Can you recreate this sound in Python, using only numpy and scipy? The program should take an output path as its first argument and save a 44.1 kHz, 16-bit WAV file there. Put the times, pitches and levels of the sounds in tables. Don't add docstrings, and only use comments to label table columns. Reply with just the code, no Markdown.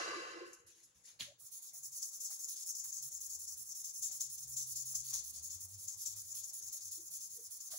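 import sys
import numpy as np
from scipy import signal
from scipy.fft import rfft, irfft, next_fast_len
from scipy.io import wavfile
from scipy.ndimage import uniform_filter1d, map_coordinates

SR = 44100
rng = np.random.default_rng(int(sys.argv[2]) if len(sys.argv) > 2 else 0)


def transcribe(u):
    v = np.clip(np.atleast_2d(u).T, -1, 1)
    q = np.round(v * 32767).astype(np.int16)
    wavfile.write(sys.argv[1], SR, q)


N = 343098
TIME = np.arange(N) / SR
LAG_S = 7.24 / SR


def amp(db):
    return 10 ** (np.asarray(db) / 20)


def unit_rms(x):
    return x / np.sqrt(np.mean(x ** 2) + 1e-20)


def at_hz(points, hz):
    f, values = np.transpose(points)
    return np.interp(np.log(hz + 1), np.log(f + 1), values)


def curves(rows):
    times, *columns = np.transpose(rows)
    return [np.interp(TIME, times, column) for column in columns]


def wobble(rate_hz):
    knots = rng.standard_normal(int(N * rate_hz / SR) + 4)
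    return map_coordinates(knots, [TIME * rate_hz], order=1)


def filtered(x, response):
    size = next_fast_len(N + SR // 2)
    return irfft(rfft(x, size) * response(np.fft.rfftfreq(size, 1 / SR)), size)[..., :N]


def shape(points):
    return lambda hz: amp(at_hz(points, hz))


def modes(rows):
    return lambda f: sum((-1) ** k * amp(db) * 1j * f * width / (hz * hz - f * f + 1j * f * width)
                         for k, (hz, width, db) in enumerate(rows))


# f/Hz, coherence/1
COHERENCE = [(30, 0.85), (80, 0.81), (200, 0.72), (550, 0.96), (1000, 0.24), (3000, 0.27), (5500, 0.39),
             (8000, 0.1), (16000, .05)]


def noise(response, grain_db, patchy_db=3.5, lag_s=LAG_S):
    grainy = rng.standard_normal((2, N)) * amp(grain_db * wobble(700))
    spectra = signal.stft(grainy, nperseg=256)[2]
    patches = uniform_filter1d(rng.standard_normal(spectra.shape[1:]), size=2, axis=0)
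    patches = unit_rms(uniform_filter1d(patches, size=9, axis=1))
    mid_side = signal.istft(spectra * amp(patchy_db * patches), nperseg=256)[1][:, :N]

    def port(side):
        def mix(hz):
            angle = np.arccos(at_hz(COHERENCE, hz)) / 2
            delay = np.exp(-1j * side * np.pi * hz * lag_s)
            return response(hz) * delay * [np.cos(angle), side * np.sin(angle)]
        return filtered(mid_side, mix).sum(0)
    return unit_rms(np.array([port(0.91), port(-1.055)]))


# f/Hz, width/Hz, gain/dB
HOOD_MODES = [(342, 39, 2.5), (414, 25, -6), (478.7, 63, -1.5), (552, 64, -7.5), (270, 81, -6),
              (727, 690, 0)]
# t/s, lower pair/dB, upper pair/dB, broad body/dB
HOOD_LEVELS = [(0, -40, -55, -43.5), (.04, -65, -55, -59.5), (.09, -55, -56, -54.5), (.13, -66, -46.5, -54),
               (.165, -49, -56, -61), (.21, -51, -54, -61), (.26, -62, -58.5, -61), (.3, -62, -58, -62),
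               (.325, -59, -58, -67), (.37, -50, -57, -63), (.395, -64, -62, -60), (.42, -52, -58, -68),
               (.45, -58, -66, -74), (.516, -60.5, -67, -78), (.574, -78, -78, -81), (.65, -81, -75, -89),
               (.8, -85, -100, -98), (.9, -102, -92, -106)]


def hood_boom():
    highpass = lambda hz: 1 / (1 + (200 / (hz + 1)) ** 6)
    turbulence = noise(highpass, grain_db=-1, patchy_db=-2, lag_s=0.00038)
    out = np.zeros((2, N))
    for db, group in zip(curves(HOOD_LEVELS), (HOOD_MODES[:2], HOOD_MODES[2:4], HOOD_MODES[4:])):
        ring = unit_rms(filtered(turbulence, lambda hz: modes(group)(hz) ** 2))
        out += amp(db + 1.4 * wobble(40)) * ring
    return out * amp([[-0.25], [0.25]])


# f/Hz, width/Hz, gain/dB
DUCT_MODES = [(1060, 40, -0.5), (1200, 66, -4), (1315, 28, -2), (1522, 59, 0), (1714, 82, -3),
              (2020, 58, -5), (2284, 38, -8), (2750, 146, -7), (3150, 18, -9.5), (4020, 49, 1.5),
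              (4700, 33, 2.5), (5240, 37, -1), (5230, 23, -25), (5800, 76, -31)]


def duct_rush(blast_db):
    lower = noise(modes(DUCT_MODES[:9]), grain_db=1, patchy_db=-0.5, lag_s=0.00033)
    upper = noise(modes(DUCT_MODES[9:]), grain_db=2.5, patchy_db=1.5, lag_s=0.000332)
    rush = amp(-41 + blast_db + 0.32 * wobble(38)) * lower + amp(-48.5 + 1.1 * blast_db) * upper
    return filtered(rush, lambda hz: 1 / (1 + (hz / 9000) ** 8))


# f/Hz, density/dB
JET_SPECTRUM = [(2500, -14), (4000, -6), (6500, -0.5), (10000, -12), (12000, -23), (14000, -60)]


def jet_fizz(blast_db, trickle_s=1.6):
    trickle = amp(-89) / (1 + (TIME / trickle_s) ** 12)
    level = amp(-45.5 + 1.37 * blast_db) + trickle
    return level * noise(shape(JET_SPECTRUM), grain_db=1, patchy_db=1.5, lag_s=0)


# t/s, strength/dB
BLAST_STRENGTH = [(0, -0.5), (.07, -3.5), (.3, -9.5), (.46, -16), (.57, -27), (.77, -45), (.95, -51),
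                  (1.2, -66)]


def air_blast(whine_hz=14180):
    blast_db, = curves(BLAST_STRENGTH)
    phase = 2 * np.pi * np.cumsum(whine_hz + 15 * wobble(56)) / SR
    whine = amp(-79 + 0.6 * blast_db + 3.1 * wobble(23)) * np.sin(phase)
    return hood_boom() + duct_rush(blast_db) + jet_fizz(blast_db) + whine


# f/Hz, density/dB
ROOM_SPECTRUM = [(150, -17.5), (300, -6), (500, -12), (1000, -7.5), (2500, -17.5), (5000, -45), (8000, -16),
                 (11000, -39), (16000, -35)]


def room_noise():
    level = amp(-83 + 1.94 * wobble(2.55) + 2.5 * wobble(6))
    return level * noise(shape(ROOM_SPECTRUM), grain_db=1, patchy_db=4, lag_s=0.00039)


# t/s, level/dB
RUMBLE_LEVELS = [(0, -99), (.3, -86), (1.3, -83), (1.6, -87), (2.5, -92), (3.1, -80.5), (4.0, -86.5),
                 (4.3, -81.5), (5.8, -77.5), (6.5, -83), (7.78, -84.5)]
# f/Hz, density/dB
RUMBLE_SPECTRUM = [(15, -17), (30, -13), (55, -1.5), (100, 4), (200, -3), (350, -22.5), (600, -36)]


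def rumble():
    db, = curves(RUMBLE_LEVELS)
    return amp(db + 2.8 * wobble(8)) * noise(shape(RUMBLE_SPECTRUM), grain_db=-2, lag_s=0)


# centre t/s, level/dB, f/Hz, spread/Hz, length/s
BRIEF_TONES = [(.133, -48.5, 1192, 51, 0.076), (.136, -41.5, 1234, 150, 0.0055), (.68, -84, 460, 28, 0.23),
               (1.213, -58, 170.2, 45, 0.0068), (1.296, -65, 574, 60, 0.041),
               (1.307, -68.5, 589, 60, 0.013), (1.321, -68, 598, 60, 0.018), (1.82, -80, 132.7, 3.6, 0.19),
               (1.91, -75, 137, 7, 0.062), (1.89, -80, 92, 8, 0.14), (3.05, -72, 136, 6.3, 0.077),
               (4.25, -72.5, 132, 3.91, 0.13), (7.006, -67, 332.3, 30, 0.055), (7.399, -65, 477, 30, 0.045),
               (7.397, -75, 363, 40, 0.039)]


def brief_tones():
    out = np.zeros((2, N))
    for centre, db, hz, spread_hz, length in BRIEF_TONES:
        t = TIME - centre
        detune, phase = rng.standard_normal((2, 3, 1))
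        swell = np.exp(-(t / (0.57 * length)) ** 2)
        tone = np.sin(2 * np.pi * hz * t + [[-0.3], [0.3]])
        blur = np.sin(2 * np.pi * ((hz + spread_hz * detune) * TIME + phase)).sum(0)
        out += amp(db) * swell * (tone + 0.5 * blur)
    return out


# t/s, level/dB, dull re bright/dB, rise/s, t60/s
PAPER_SHUFFLES = [(.465, -58.5, -30, 0.014, 0.37), (0.533, -47, -32, 0.0049, 0.076),
                  (.6, -62, -27, 0.014, 0.11), (0.669, -55.5, -12, 0.011, 0.31),
                  (.705, -63, 2, 0.022, 0.17), (.79, -54.5, -9, 0.049, 0.29),
                  (0.839, -52, -27, 0.014, 0.12), (.89, -69.5, -4, 0.035, 0.35),
                  (0.95, -68, -10, 0.0085, 0.66), (1.053, -49, -17.5, 0.021, 0.22),
                  (1.083, -55, -1.5, 0.02, 0.23), (1.204, -39, 0, 0.015, 0.2)]


def paper_shuffles():
    bright, dull = np.zeros((2, N))
    for onset, db, dull_db, rise, t60 in PAPER_SHUFFLES:
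        t = np.maximum(TIME - onset + rise, 0)
        fade = amp(db - 60 * t / t60) * (1 - np.exp(-(t / rise) ** 2))
        bright += fade
        dull += fade * amp(dull_db)
    grit = shape([(2500, -68), (4300, -8), (5200, -2.5), (6500, 6.5), (8500, -0.5), (11000, -0.5),
                  (16000, -21)])
    sheet = shape([(600, -13), (1300, -8.5), (1700, 1.5), (3000, 3), (4500, 5), (7000, -9)])
    return (bright * noise(grit, grain_db=1.5, patchy_db=-3.5, lag_s=0)
            + dull * noise(sheet, grain_db=1, patchy_db=-3.5, lag_s=0))


# t/s, level/dB, f/Hz
PAPER_SNAPS = [(.783, -63, 3300), (1.2083, -28, 3500), (1.2081, -40, 6500), (1.2223, -39, 5600),
               (1.2226, -43, 2000)]


def paper_snaps(width_s=0.0004):
    out = np.zeros(N)
    for centre, db, hz in PAPER_SNAPS:
        t = TIME - centre
        out += amp(db) * np.exp(-(t / width_s) ** 2) * np.sin(2 * np.pi * hz * t)
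    return out


def bench_thump(onset_s=1.209):
    # f/Hz, level/dB, t60/s
    bench = [(120, -65, 0.6), (171, -81.5, 1.6), (250, -67, 0.16), (74.5, -75, 0.4)]
    t = np.maximum(TIME - onset_s, 0)
    return sum(amp(db - 60 * t / t60 + 2.2 * wobble(18)) * np.sin(2 * np.pi * hz * t)
               for hz, db, t60 in bench)


def stroke_envelope(starts, duty, shares, levels_db, lull_db, rise_s):
    period = np.diff(starts, append=2 * starts[-1] - starts[-2])
    slide = duty * period
    gap = np.roll(period - slide, 1)
    rise = np.minimum(rise_s, 0.8 * gap)
    first_db, previous_db = levels_db[0], levels_db[-1][:-1]
    floor_db = np.minimum(first_db, np.append(first_db[0], previous_db)) - lull_db
    before_db = np.append(floor_db[0], previous_db)
    knee_db = before_db + 0.63 * (floor_db - before_db)
    knee_s = -gap + 0.55 * (gap - rise)
    knots_s = starts + np.vstack([knee_s, -rise, np.outer(shares, slide)])
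    knots_db = np.vstack([knee_db, floor_db, *levels_db])
    return np.interp(TIME, knots_s.T.ravel(), knots_db.T.ravel(), left=-120)


# t/s, sliding duty/1, coarse grit (first, settled, end)/dB, fine grit (start, end)/dB, flex/dB
SANDING_STROKES = [(1.3995, 0.58, -61.5, -64, -55, -55.5, -50.5, -76),
                   (1.5195, 0.58, -56, -54.5, -55.5, -48, -49, -69),
                   (1.6247, 0.62, -56, -54, -53.5, -48, -54.5, -70),
                   (1.738, 0.48, -56, -51.5, -52, -49, -47, -75),
                   (1.836, 0.42, -46.5, -46, -47, -47.5, -45.5, -74),
                   (1.92, 0.52, -53.5, -50.5, -45.5, -53, -42.5, -71),
                   (2.024, 0.79, -37.5, -49.5, -52.5, -42.5, -50, -68),
                   (2.1184, 0.57, -53, -47, -50.5, -52, -46.5, -72),
                   (2.206, 0.58, -44.5, -45.5, -39, -47.5, -43.5, -67.5),
                   (2.3086, 0.65, -44, -47.5, -48.5, -41.5, -48.5, -65),
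                   (2.392, 0.64, -50, -47.5, -43.5, -47.5, -45.5, -72.5),
                   (2.486, 0.74, -44.5, -45.5, -49, -40.5, -47, -63.5),
                   (2.564, 0.71, -45.5, -51, -44.5, -50, -49.5, -63.5),
                   (2.662, 0.52, -46, -43, -42, -43.5, -42, -71),
                   (2.7535, 0.56, -42.5, -45.5, -42.5, -48, -48, -71.5),
                   (2.844, 0.74, -44.5, -50.5, -47.0, -42.5, -49, -68.5),
                   (2.926, 0.6, -45.5, -47, -43, -49.5, -49, -71),
                   (3.026, 0.7, -44, -51, -50.5, -43.5, -47.5, -68),
                   (3.1148, 0.66, -47.5, -48.5, -47.5, -50, -49.5, -71.5),
                   (3.209, 0.66, -48, -50, -49, -46, -45, -70),
                   (3.2984, 0.6, -42.5, -47, -43.5, -47.5, -47.5, -71.5),
                   (3.395, 0.71, -52, -51, -49.5, -47, -49, -73),
                   (3.477, 0.65, -40.5, -48.5, -46, -47.5, -47.5, -72),
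                   (3.573, 0.7, -54, -50, -54, -45.5, -46.5, -71.5),
                   (3.6566, 0.68, -54, -54.0, -43.5, -50.5, -48.5, -76),
                   (3.7534, 0.71, -46, -50.5, -48.5, -45.5, -47.5, -70),
                   (3.845, 0.72, -40.5, -49.0, -46.5, -44, -51, -67),
                   (3.937, 0.65, -54, -48.5, -49, -48.5, -45.5, -74.5),
                   (4.026, 0.64, -36.5, -42.5, -44.5, -40.5, -48, -62.5),
                   (4.1184, 0.65, -42.5, -49, -51, -46, -47, -66),
                   (4.207, 0.66, -35.5, -47, -52, -41, -53, -62.5),
                   (4.3, 0.66, -48, -51.5, -48, -46.5, -43, -68.5),
                   (4.382, 0.59, -44.5, -56, -45, -47.5, -48.5, -68.5),
                   (4.479, 0.74, -51, -50.5, -48, -46.5, -44.5, -73),
                   (4.568, 0.61, -38.5, -44.5, -44, -41.5, -46, -59.5),
                   (4.6677, 0.63, -52, -50.5, -43.5, -46, -41.5, -68),
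                   (4.76, 0.71, -40, -44.5, -46, -42.5, -50, -64),
                   (4.8564, 0.79, -50, -46, -47, -44.5, -44, -68),
                   (4.9522, 0.63, -33, -50.5, -47, -41.5, -50.5, -63),
                   (5.043, 0.72, -53.5, -50, -43, -49, -42.5, -61.5),
                   (5.137, 0.58, -34.5, -42, -43, -38, -50.5, -55),
                   (5.2385, 0.71, -54, -50.5, -51, -48, -45, -67),
                   (5.337, 0.65, -54, -48.5, -52, -50, -53.5, -66),
                   (5.429, 0.78, -51, -46.5, -50, -47, -48, -69.5),
                   (5.503, 0.5, -45, -48.5, -47.5, -51, -48.5, -65),
                   (5.607, 0.66, -50, -50.5, -55, -47.5, -46.5, -73.5),
                   (5.685, 0.62, -61, -55, -49.5, -55, -51, -74),
                   (5.784, 0.77, -53.5, -52.5, -49.5, -51, -47.5, -71.5),
                   (5.8796, 0.73, -41, -48.5, -51, -47.5, -53, -67),
                   (5.9764, 0.73, -53.5, -50, -47, -49, -43.5, -67.5),
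                   (6.061, 0.78, -36.5, -50, -49, -42, -52.5, -61.5),
                   (6.162, 0.72, -51, -50, -52, -48.0, -47.0, -69),
                   (6.2449, 0.79, -56, -54, -45, -53, -47.5, -72.5),
                   (6.349, 0.6, -48, -47.5, -47, -43, -44.5, -62.5),
                   (6.438, 0.64, -42, -58, -47, -49, -49, -68),
                   (6.535, 0.72, -48.5, -53.0, -51, -43.5, -48, -68.5),
                   (6.624, 0.57, -45.5, -55, -43, -51, -46.5, -71),
                   (6.727, 0.66, -43.5, -50, -48, -41.5, -46.5, -64),
                   (6.809, 0.67, -48.5, -53, -44.5, -53.5, -46.5, -70),
                   (6.9176, 0.75, -45.5, -49.5, -50.5, -43.5, -48.5, -65),
                   (7.004, 0.72, -53.5, -61, -48.5, -54, -48.5, -77),
                   (7.111, 0.69, -50.5, -46.5, -48, -45, -46, -69),
                   (7.205, 0.71, -48.5, -49, -52.5, -49.5, -49, -69),
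                   (7.3024, 0.79, -51.5, -53, -52.5, -50.5, -47, -71),
                   (7.3951, 0.65, -56, -59.5, -50, -54, -50, -74),
                   (7.509, 0.69, -51, -51.5, -53, -46.0, -48, -70),
                   (7.604, 0.75, -45, -57, -47, -52, -48.5, -69.5),
                   (7.712, 0.82, -44, -53, -52.5, -43.5, -47, -59.5)]
# f/Hz, density/dB
HISS_SPECTRUM = [(300, -43), (1500, -29), (4000, -48.5), (6000, -20), (8500, 3.5), (16000, -2)]
# f/Hz, density/dB
BITE_SPECTRUM = [(2500, -48), (4000, -34.5), (4600, -14.5), (5000, -8), (5300, -3.5), (5900, -1),
                 (6500, 4.5), (8000, 0), (10000, -14.5), (12000, -54)]
# f/Hz, density/dB
RASP_SPECTRUM = [(1200, -51), (2200, -16), (2900, -13.5), (3500, -4), (4100, -1), (4700, 3), (6000, -20.5),
                 (8000, -56)]


def sanding(bite_delay_s=0.00056):
    starts, duty, first_db, settled_db, last_db, *fine_db, flex_db = np.transpose(SANDING_STROKES)
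    bite_starts = starts + bite_delay_s
    shares = [0, 0.024, 0.44, 1]
    coarse_db = np.array([first_db - 2.5, first_db, settled_db, last_db])
    sheet_db = flex_db + 0.67 * (coarse_db - coarse_db.mean(0)) + 3 * (0.5 - np.c_[shares])
    hiss_db = stroke_envelope(starts, duty, [0, 1], fine_db, lull_db=16.5, rise_s=0.013)
    bite_db = stroke_envelope(bite_starts, duty, shares, coarse_db, lull_db=11, rise_s=0.013)
    rasp_db = stroke_envelope(bite_starts, duty, shares, sheet_db, lull_db=4.5, rise_s=0.012)
    uneven = wobble(70)
    hiss = amp(hiss_db + 0.72 * uneven) * noise(shape(HISS_SPECTRUM), grain_db=1.3, patchy_db=1)
    bite = amp(bite_db + 0.97 * uneven) * noise(shape(BITE_SPECTRUM), grain_db=1, patchy_db=2.5)
    rasp = amp(rasp_db) * noise(shape(RASP_SPECTRUM), grain_db=1, patchy_db=1.5)
    return hiss + bite + rasp


# f/Hz, width/Hz, gain/dB
BLANK_MODES = [(486.5, 14, -14.5), (620.6, 19, 0.5), (736.7, 14.7, 3.5), (936, 53, 1), (1089, 9.4, 8),
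               (1206, 51, 3), (1524, 88, -1.5), (1865, 120, -2.5), (2128, 23, 5), (2406, 93, -4)]
# t/s, level/dB, length/s, upper re lower modes/dB
CATCHES = [(1.756, -81.5, 0.047, 5), (2.317, -72.5, 0.042, -1), (2.852, -90, 0.029, 18),
           (4.126, -79, 0.063, -1), (4.944, -75, 0.045, -3), (5.135, -72.5, 0.051, 5.5),
           (6.166, -94, 0.053, 13.5), (6.343, -93, 0.056, 15), (6.744, -74, 0.042, -11),
           (7.733, -70.5, 0.059, 3)]


def blank_ring():
    lower = (TIME > SANDING_STROKES[0][0]) * amp(-92 + 2.2 * wobble(13))
    upper = lower * amp(6)
    for centre, db, length, upper_db in CATCHES:
        push = amp(db) * np.exp(-((TIME - centre) / (0.45 * length)) ** 2)
        lower += push
        upper += push * amp(upper_db)
    ring = lambda rows: noise(modes(rows), grain_db=6, patchy_db=3, lag_s=0.00021)
    return lower * ring(BLANK_MODES[:3]) + upper * ring(BLANK_MODES[3:])


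# t/s, level before trim/dB
GRAIN_SNAGS = [(2.2563, -31.5), (2.2706, -32), (2.4454, -28), (2.6928, -30), (2.8004, -33), (2.9315, -32),
               (2.9697, -33), (3.1205, -34), (3.1514, -27.5), (3.2145, -34), (3.8055, -35), (4.0382, -31),
               (4.2095, -33), (4.2165, -23), (4.5746, -31), (4.7625, -42), (4.956, -30), (5.0685, -31),
               (5.087, -35), (5.108, -33), (5.1407, -40), (5.1432, -26), (5.1462, -40), (5.1585, -40),
               (5.885, -24), (6.0615, -32), (6.3535, -39), (6.6755, -39), (6.9205, -47), (7.1405, -36),
               (7.606, -39), (7.678, -44)]


def grain_snags(hz=6740, width_s=0.0007, trim_db=-3.5):
    out = np.zeros((2, N))
    for centre, db in GRAIN_SNAGS:
        detune, phase = rng.standard_normal(2)
        sample = round(centre * SR)
        span = slice(sample - SR // 100, sample + SR // 100)
        t = TIME[span] - centre - np.array([[LAG_S], [0]])
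        pulse = amp(db + trim_db) * np.exp(-(t / width_s) ** 2)
        out[:, span] += pulse * np.sin(2 * np.pi * (hz * (1 + 0.024 * detune) * t + phase))
    return out


# t/s, f/Hz, level/dB
LOW_DRONE_TRACK = [(2.98, 74.8, -95), (3.046, 75, -76), (3.1, 75.4, -101), (3.145, 74, -74),
                   (3.34, 76.7, -76), (3.39, 75.7, -69), (3.45, 76.2, -71), (3.494, 73.5, -77),
                   (3.53, 71, -71), (3.635, 75.5, -78), (3.67, 76.9, -90), (3.93, 75, -102),
                   (4.016, 70.3, -75), (4.126, 69.6, -79), (4.2, 67.7, -92), (4.35, 65.3, -72),
                   (4.44, 65.2, -76), (4.494, 64.5, -65), (4.65, 64, -93), (4.73, 63.5, -69),
                   (4.81, 62.8, -80), (4.84, 62.7, -75), (4.908, 61.6, -88), (4.982, 62.5, -68),
                   (5.1, 61.8, -84), (5.168, 64.6, -65), (5.21, 65.6, -73), (5.25, 67.7, -72),
                   (5.35, 73.1, -69), (5.5, 82.2, -66), (5.53, 83.6, -71), (5.565, 86.5, -55),
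                   (5.61, 86.4, -76), (5.655, 87.3, -58), (5.7, 91.2, -65), (5.77, 96, -57),
                   (5.84, 99.4, -74), (5.87, 99, -61), (5.92, 102, -91), (5.97, 100.4, -64),
                   (6.03, 100.2, -83), (6.15, 100.6, -60), (6.24, 98.4, -69.5), (6.3, 102.1, -77),
                   (6.46, 101.3, -80), (6.55, 98.7, -83), (6.68, 99.3, -75), (6.77, 100.8, -95),
                   (6.87, 99.9, -68), (6.95, 98.7, -77), (7.02, 99, -78), (7.19, 96.9, -92),
                   (7.33, 90.2, -75), (7.42, 88, -93), (7.48, 86, -76), (7.55, 85, -88), (7.6, 83.8, -83)]
# t/s, f/Hz, level/dB
HIGH_DRONE_TRACK = [(3.4, 137.6, -100), (3.55, 136.4, -89), (3.606, 135, -70), (3.652, 133, -91),
                    (3.712, 133, -73), (3.768, 133.6, -101), (3.86, 135, -81), (3.96, 134, -96),
                    (4.01, 133, -74), (4.16, 130.6, -91), (4.216, 129, -76), (4.276, 131.3, -83),
                    (4.314, 135, -85), (4.4, 130.5, -71), (4.56, 129.3, -64), (5.14, 127, -65.5),
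                    (5.25, 130, -83), (5.36, 142.3, -76), (5.5, 140, -106)]


def outside_drones():
    out = np.zeros((2, N))
    for track, flutter_db, waver_hz in ((LOW_DRONE_TRACK, 2.2, 3), (HIGH_DRONE_TRACK, 1.5, 2.5)):
        hz, db = curves(track)
        sounding = (TIME > track[0][0]) & (TIME < track[-1][0])
        phase = 2 * np.pi * np.cumsum(hz + waver_hz * wobble(25)) / SR
        drift = 0.23 * np.array([wobble(16), wobble(28)])
        out += sounding * amp(db + flutter_db * wobble(22)) * np.sin(phase + drift)
    return out


# f/Hz, t60/s
WALL_DECAY = [(200, 0.29), (2000, 0.25), (8000, 0.33), (16000, 0.065)]


def wall_reverb(x):
    hop, tail_samples = SR // 5, SR // 4
    starts = np.arange(0, N + hop, hop)
    hz, t, spectra = signal.stft(rng.standard_normal((len(starts), 2, tail_samples)), SR, nperseg=256)
    decay = amp(-60 * t / at_hz(WALL_DECAY, hz)[:, None])
    tails = signal.istft(spectra * decay, SR, nperseg=256)[1]
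    padded = np.pad(x, ((0, 0), (hop, 2 * hop)))
    out = np.zeros((2, N + 2 * SR))
    for start, tail in zip(starts, tails):
        block = padded[:, start:start + 2 * hop] * np.hanning(2 * hop)
        echo = signal.fftconvolve(block, tail / np.linalg.norm(tail[0]), axes=1)
        out[:, start:start + echo.shape[1]] += echo
    return out[:, hop:hop + N]


def scene():
    handwork = paper_shuffles() + paper_snaps() + sanding() + blank_ring() + grain_snags()
    background = room_noise() + rumble() + brief_tones() + outside_drones()
    return air_blast() + handwork + amp(-4.5) * wall_reverb(handwork) + bench_thump() + background


# f/Hz, gain/dB
LEFT_RESPONSE = [(3000, 0), (5000, -0.5), (6700, 3), (7300, 3.5), (8300, -11), (10000, -17.5),
                 (13500, -18.5), (14200, -2.5), (15000, -4.5), (15800, 9)]
# f/Hz, gain/dB
RIGHT_RESPONSE = [(3000, 0), (5000, -1.5), (6300, -3), (7800, -12), (10400, 3.5), (12000, 0.5), (13700, -8),
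                  (14600, 2), (15800, 3)]
CUTOFF_HZ = 15740


def record(dry):
    ports = lambda hz: amp([at_hz(LEFT_RESPONSE, hz), at_hz(RIGHT_RESPONSE, hz)]) * (hz < CUTOFF_HZ)
    return filtered(dry, ports)


dry = scene()
out = record(dry)
transcribe(out)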